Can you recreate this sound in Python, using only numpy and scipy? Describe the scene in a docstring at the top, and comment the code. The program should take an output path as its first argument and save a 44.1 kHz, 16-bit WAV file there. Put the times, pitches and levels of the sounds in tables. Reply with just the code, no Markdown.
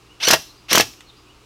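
"""A cordless impact driver sinks a screw into timber in two short pulls, inside an open building shell.
Outdoor air, a faint hum and distant birds set the bed. At 0.2 s the motor whines up, then the hammer
strikes some forty times a second: knocks through the wood, steel clacks just after, a brief ring off
the bare walls. The second pull follows at 0.7 s. Around 1 s the bit leaves the screw with two light
ticks, and the birds carry on."""
import sys
import numpy as np
from scipy import signal
from scipy.fft import rfft, irfft
from scipy.io import wavfile
from scipy.ndimage import uniform_filter1d

SR = 44100
rng = np.random.default_rng(int(sys.argv[2]) if len(sys.argv) > 2 else 0)


def wav_out(sig):
    """Save sig, one row per channel (or a flat mono array), as 16-bit PCM at SR to the path in sys.argv[1]."""
    wavfile.write(sys.argv[1], SR, np.round(np.clip(np.atleast_2d(sig).T, -1, 1) * 32767).astype(np.int16))


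N = 63945

# Tone of the outdoor air. Each row: frequency in Hz, relative level in dB.
AIR_COLOUR = [(15, -28), (25, -2), (130, -6.5), (249, -10), (363, -2), (503, -11.5), (624, -15),
              (1190, -9.5), (1790, -20), (2840, -12.5), (3080, -17.5), (4740, -18), (16000, -37.5)]
# Mains hum. Each row: frequency in Hz, level in dB.
HUM_LINES = [(59.5, -63), (119.5, -61.5), (298, -64)]
# Bird notes. Each row: start and length in seconds, first and last pitch in Hz, level in dB,
# warble as a share of the pitch.
BIRD_NOTES = [(0.085, 0.059, 2730, 3040, -51, 0.022), (0.466, 0.063, 4500, 3800, -48.5, .05),
              (0.565, 0.046, 4750, 4950, -53, .012), (.975, 0.05, 2760, 3087, -55, 0.018),
              (1.06, 0.041, 4350, 4100, -51.5, .025), (1.083, 0.034, 3975, 3270, -47, 0.075),
              (1.157, 0.0385, 4680, 4810, -52.5, .025), (1.26, 0.0376, 2423, 2680, -55, 0.026),
              (1.289, 0.028, 2790, 2970, -50.5, 0.022)]
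# Tail of the bare walls. Each row: frequency in Hz, T60 in seconds, level in dB.
WALL_BANDS = [(60, 0.3, -1.5), (130, 0.29, -9), (400, 0.22, -20), (1100, 0.22, -19.5), (2210, 0.31, -21),
              (3697, 0.34, -14), (6000, 0.41, -16), (14000, 0.43, -18)]
# Bit leaving the screw. Each row: start in seconds, level in dB.
BIT_TICKS = [(.936, -46), (1.0061, -38)]
# Tone of a tick. Each row: frequency in Hz, relative level in dB.
TICK_COLOUR = [(500, -16), (1700, 4.5), (4000, 0), (8000, -6.5), (15000, -29)]
# The two trigger pulls. Each row: time in seconds, gear mesh pitch in Hz, relative level in dB.
FIRST_PULL = [(.201, 621.7, -24), (0.214, 849.3, -16), (.226, 916.6, -12), (.232, 1029, -4.5),
              (.244, 1255, -7.5), (0.255, 1474, -1.5), (.264, 1532, -11.5), (.274, 1485, 1),
              (.282, 1417, -6), (.290, 1748, 4.5), (0.301, 1577, -6.5), (.312, 1841, 6),
              (0.323, 1339, -0.5), (0.329, 1200, -6), (0.337, 1380, 4), (.354, 606, -14.5)]
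SECOND_PULL = [(.684, 559.6, -27.5), (.695, 830.4, -17), (.706, 1145, -8), (0.714, 1338, -1),
               (.721, 1419, -6), (0.736, 1456, -5.5), (.748, 1412, -1.5), (.757, 1756, -5.5),
               (.768, 1517, 4), (0.775, 1437, -8.5), (0.783, 1638, -1.5), (0.798, 1479, -4.5),
               (.809, 1321, 5), (0.833, 598, -26.5)]
# Gear whine. Each entry: relative level in dB of one mesh harmonic, from the first up.
MESH_HARMONICS = [-4.5, -2.5, 1, 2, -1, -4, -8.5, -7.5, -7.5]
# Tone of the gear case. Each row: frequency in Hz, gain in dB.
CASE_COLOUR = [(150, -18.5), (500, -11), (1200, -6.5), (2000, -4), (2650, -1), (3350, -1.5), (4200, -3.5),
               (4800, -5.5), (5900, -0.5), (7000, -16.5), (10000, -14.5), (13000, -18), (16000, -28.5)]
# Knocks through screw and timber. Each row: start in seconds, relative level in dB, thud pitch in Hz.
WOOD_KNOCKS = [(0.2773, -1, 447), (0.3041, 0, 713), (.326, -3, 287), (0.3333, 1.5, 800), (0.3377, 1, 1050),
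               (.714, -11.5, 610), (0.7211, -7.5, 520), (0.731, -5, 585), (.749, 2.5, 536), (.774, 2, 646),
               (0.7976, 4, 477)]
# Tone of a knock. Each row: frequency in Hz, relative level in dB.
WOOD_COLOUR = [(90, -9.5), (140, -6.5), (200, 5.5), (300, 0), (600, 4.5), (1100, 3), (1800, 1.5),
               (2600, -6.5), (5000, -10.5), (15000, -29)]
# Ring of the boards. Each row: frequency in Hz, relative level in dB, T60 in seconds.
BOARD_RINGS = [(123.3, -29.5, .14), (330, -32, 0.078), (450, -28.5, 0.1), (831, -25, 0.083),
               (1036, -22, 0.05), (1200, -26.5, 0.041), (1688, -24.5, 0.086)]
# Hammer on anvil. Each row: start in seconds, relative level in dB, decay time in seconds.
HAMMER_BLOWS = [(0.2834, 1.5, 0.0026), (0.3095, 8.5, 0.0012), (0.3337, 1, 0.0052), (0.73, 7, 0.0016),
                (0.7541, 5, 0.0034), (0.7794, 3, 0.0025), (0.8077, -1, 0.0023)]
# Tone of a clack. 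Each row: frequency in Hz, relative level in dB.
STEEL_COLOUR = [(500, -20), (1500, -1), (3000, 6.5), (4500, 1), (5500, 7.5), (6700, 2), (9500, -5.5),
                (12000, 0.5), (14000, -5), (16000, -13)]

TEETH = 4  # mesh cycles per turn of the shaft
WHINE_DB, SHAFT_DB, RASP_DB = -20, -33, -21
SPEED_JITTER, FLICKER_DB, CHATTER_DB = 0.0159, 3, 4
KNOCK_DB, THUD_DB, THUD_T60_S = -10.5, -11, 0.018
CLACK_DB, STEEL_RISE_S = -9.5, 0.00057


def undb(db):
    """Decibels to gain."""
    return 10 ** (np.asarray(db) / 20)


def at_hz(hz, points):
    """Read (Hz, value) points on a log-frequency axis."""
    freqs, values = np.array(points, float).T
    return np.interp(np.log(np.maximum(hz, 1)), np.log(freqs), values)


def noise(colour):
    """Noise of unit level with the given colour."""
    gain = undb(at_hz(np.arange(N // 2 + 1) * SR / N, colour))
    y = irfft(rfft(rng.standard_normal(N)) * gain, N)
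    return y / y.std()


def wobble(per_s):
    """Smooth random modulation of unit spread."""
    width = max(int(SR / per_s), 1)
    y = uniform_filter1d(uniform_filter1d(rng.standard_normal(N), width), width)
    return y / y.std()


def blow(age, rise, hold, decay):
    """Envelope of one contact: rise, hold and decay, all in seconds."""
    return np.clip(age / rise, 0, 1) * np.exp(-np.maximum(age - rise - hold, 0) / decay)


def ring(age, hz, db, t60):
    """One struck mode: a sine that falls 60 dB in t60 seconds."""
    return undb(db - 60 * age / t60) * np.sin(2 * np.pi * hz * age)


def background(t, air_db=-52):
    """The bed: outdoor air and a faint mains hum."""
    hum = sum(undb(db) * np.sin(2 * np.pi * (hz * t + rng.random())) for hz, db in HUM_LINES)
    return undb(air_db) * noise(AIR_COLOUR) + np.sqrt(2) * hum


def birds(t, wet=0.78, t60=0.5):
    """Distant gliding whistles, smeared by the trees."""
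    song, waver = np.zeros(N), wobble(per_s=620)
    for start, length, from_hz, to_hz, db, warble in BIRD_NOTES:
        progress = np.clip((t - start) / length, 0, 1)
        hz = (from_hz + (to_hz - from_hz) * progress) * (1 + warble * waver)
        song += undb(db) * np.sin(np.pi * progress) * np.sin(2 * np.pi * np.cumsum(hz) / SR)
    trees = rng.standard_normal(N) * undb(-60 * t / t60)
    return song + wet * signal.fftconvolve(song, trees / np.linalg.norm(trees))[:N]


def room(direct, t, predelay_s=0.004, early_db=-10, early_decay_s=0.013):
    """Adds quick echoes off floor and doorway, then a short wall tail in each band."""
    arrived = t > predelay_s
    early = rng.standard_normal(N) * arrived * np.exp(-t / early_decay_s)
    response = undb(early_db) * early / np.linalg.norm(early)
    white, hz = rfft(rng.standard_normal(N)), np.arange(N // 2 + 1) * SR / N
    for k, (_, t60, db) in enumerate(WALL_BANDS):
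        band = at_hz(hz, [(row[0], j == k) for j, row in enumerate(WALL_BANDS)])
        fade = arrived * undb(-60 * t / t60)
        response += undb(db) * irfft(white * band, N) * fade / np.linalg.norm(fade)
    return direct + signal.fftconvolve(direct, response)[:N]


def bit(t):
    """The bit ticks lightly against the screw head."""
    ticks = sum(undb(db) * blow(t - start, STEEL_RISE_S, hold=0, decay=0.0044) for start, db in BIT_TICKS)
    return noise(TICK_COLOUR) * ticks


def bit_ring(t, start=0.25):
    """The loose bit rings: a faint clear note that outlasts the first pull."""
    return ring(np.maximum(t - start, 0), hz=653, db=-34, t60=0.42)


def motor(t, pull):
    """Gear mesh whine, weaker shaft tones and tooth rasp, all coloured by the case."""
    times, mesh_hz, levels = np.array(pull).T
    hz = np.interp(t, times, mesh_hz) * (1 + SPEED_JITTER * wobble(per_s=700))
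    phase = 2 * np.pi * np.cumsum(hz) / SR

    def partial(ratio):
        gain = np.sqrt(2) * undb(at_hz(ratio * hz, CASE_COLOUR))
        return gain * np.sin(ratio * phase + rng.uniform(0, 2 * np.pi))

    # each harmonic swells and fades by itself
    whine = sum(undb(db + FLICKER_DB * wobble(per_s=120)) * partial(k)
                for k, db in enumerate(MESH_HARMONICS, 1))
    shaft = sum(partial(k / TEETH) for k in range(2, 28) if k % TEETH)
    rasp = noise(CASE_COLOUR) * (1 + 0.5 * np.cos(phase / TEETH))
    envelope = undb(np.interp(t, times, levels)) * (t > times[0]) * (t < times[-1])
    return envelope * (undb(WHINE_DB) * whine + undb(SHAFT_DB) * shaft + undb(RASP_DB) * rasp)


def timber(t, detune=0.01, low_cut_hz=162):
    """Each jerk of the screw thuds in the wood and rings the boards, which radiate little deep bass."""
    knocks, body = np.zeros(N), noise(WOOD_COLOUR)
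    for start, db, thud_hz in WOOD_KNOCKS:
        age = np.maximum(t - start, 0)
        boards = sum(ring(age, hz * (1 + detune * rng.standard_normal()), mode_db, t60)
                     for hz, mode_db, t60 in BOARD_RINGS)
        thud = ring(age, thud_hz, THUD_DB, THUD_T60_S)
        attack = undb(KNOCK_DB) * body * blow(age, rise=0.0015, hold=0.0016, decay=0.003)
        knocks += undb(db) * (thud + boards + attack)
    return signal.sosfilt(signal.butter(2, low_cut_hz, "high", fs=SR, output="sos"), knocks)


def hammer(t):
    """Bright, heavily damped clacks on the anvil; the steel faces chatter within each blow."""
    chatter = undb(CHATTER_DB * wobble(per_s=2200))
    steel = noise(STEEL_COLOUR) * chatter / np.sqrt(np.mean(chatter ** 2))
    blows = sum(undb(db) * blow(t - start, STEEL_RISE_S, hold=0.0014, decay=decay)
                for start, db, decay in HAMMER_BLOWS)
    return undb(CLACK_DB) * steel * blows


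def scene():
    """The driver in the room, over the quiet site, in mono."""
    t = np.arange(N) / SR
    pulls = motor(t, FIRST_PULL) + motor(t, SECOND_PULL)
    driver = pulls + timber(t) + bit_ring(t) + hammer(t) + bit(t)
    return (room(driver, t) + birds(t) + background(t))[None]


def record(dry):
    """Soft clipping rounds the loudest peaks; a steep low-pass cuts the top at 16 kHz."""
    top_cut = signal.ellip(10, 0.2, 70, 16000, fs=SR, output="sos")
    return signal.sosfilt(top_cut, np.tanh(dry))


dry = scene()
out = record(dry)
wav_out(out)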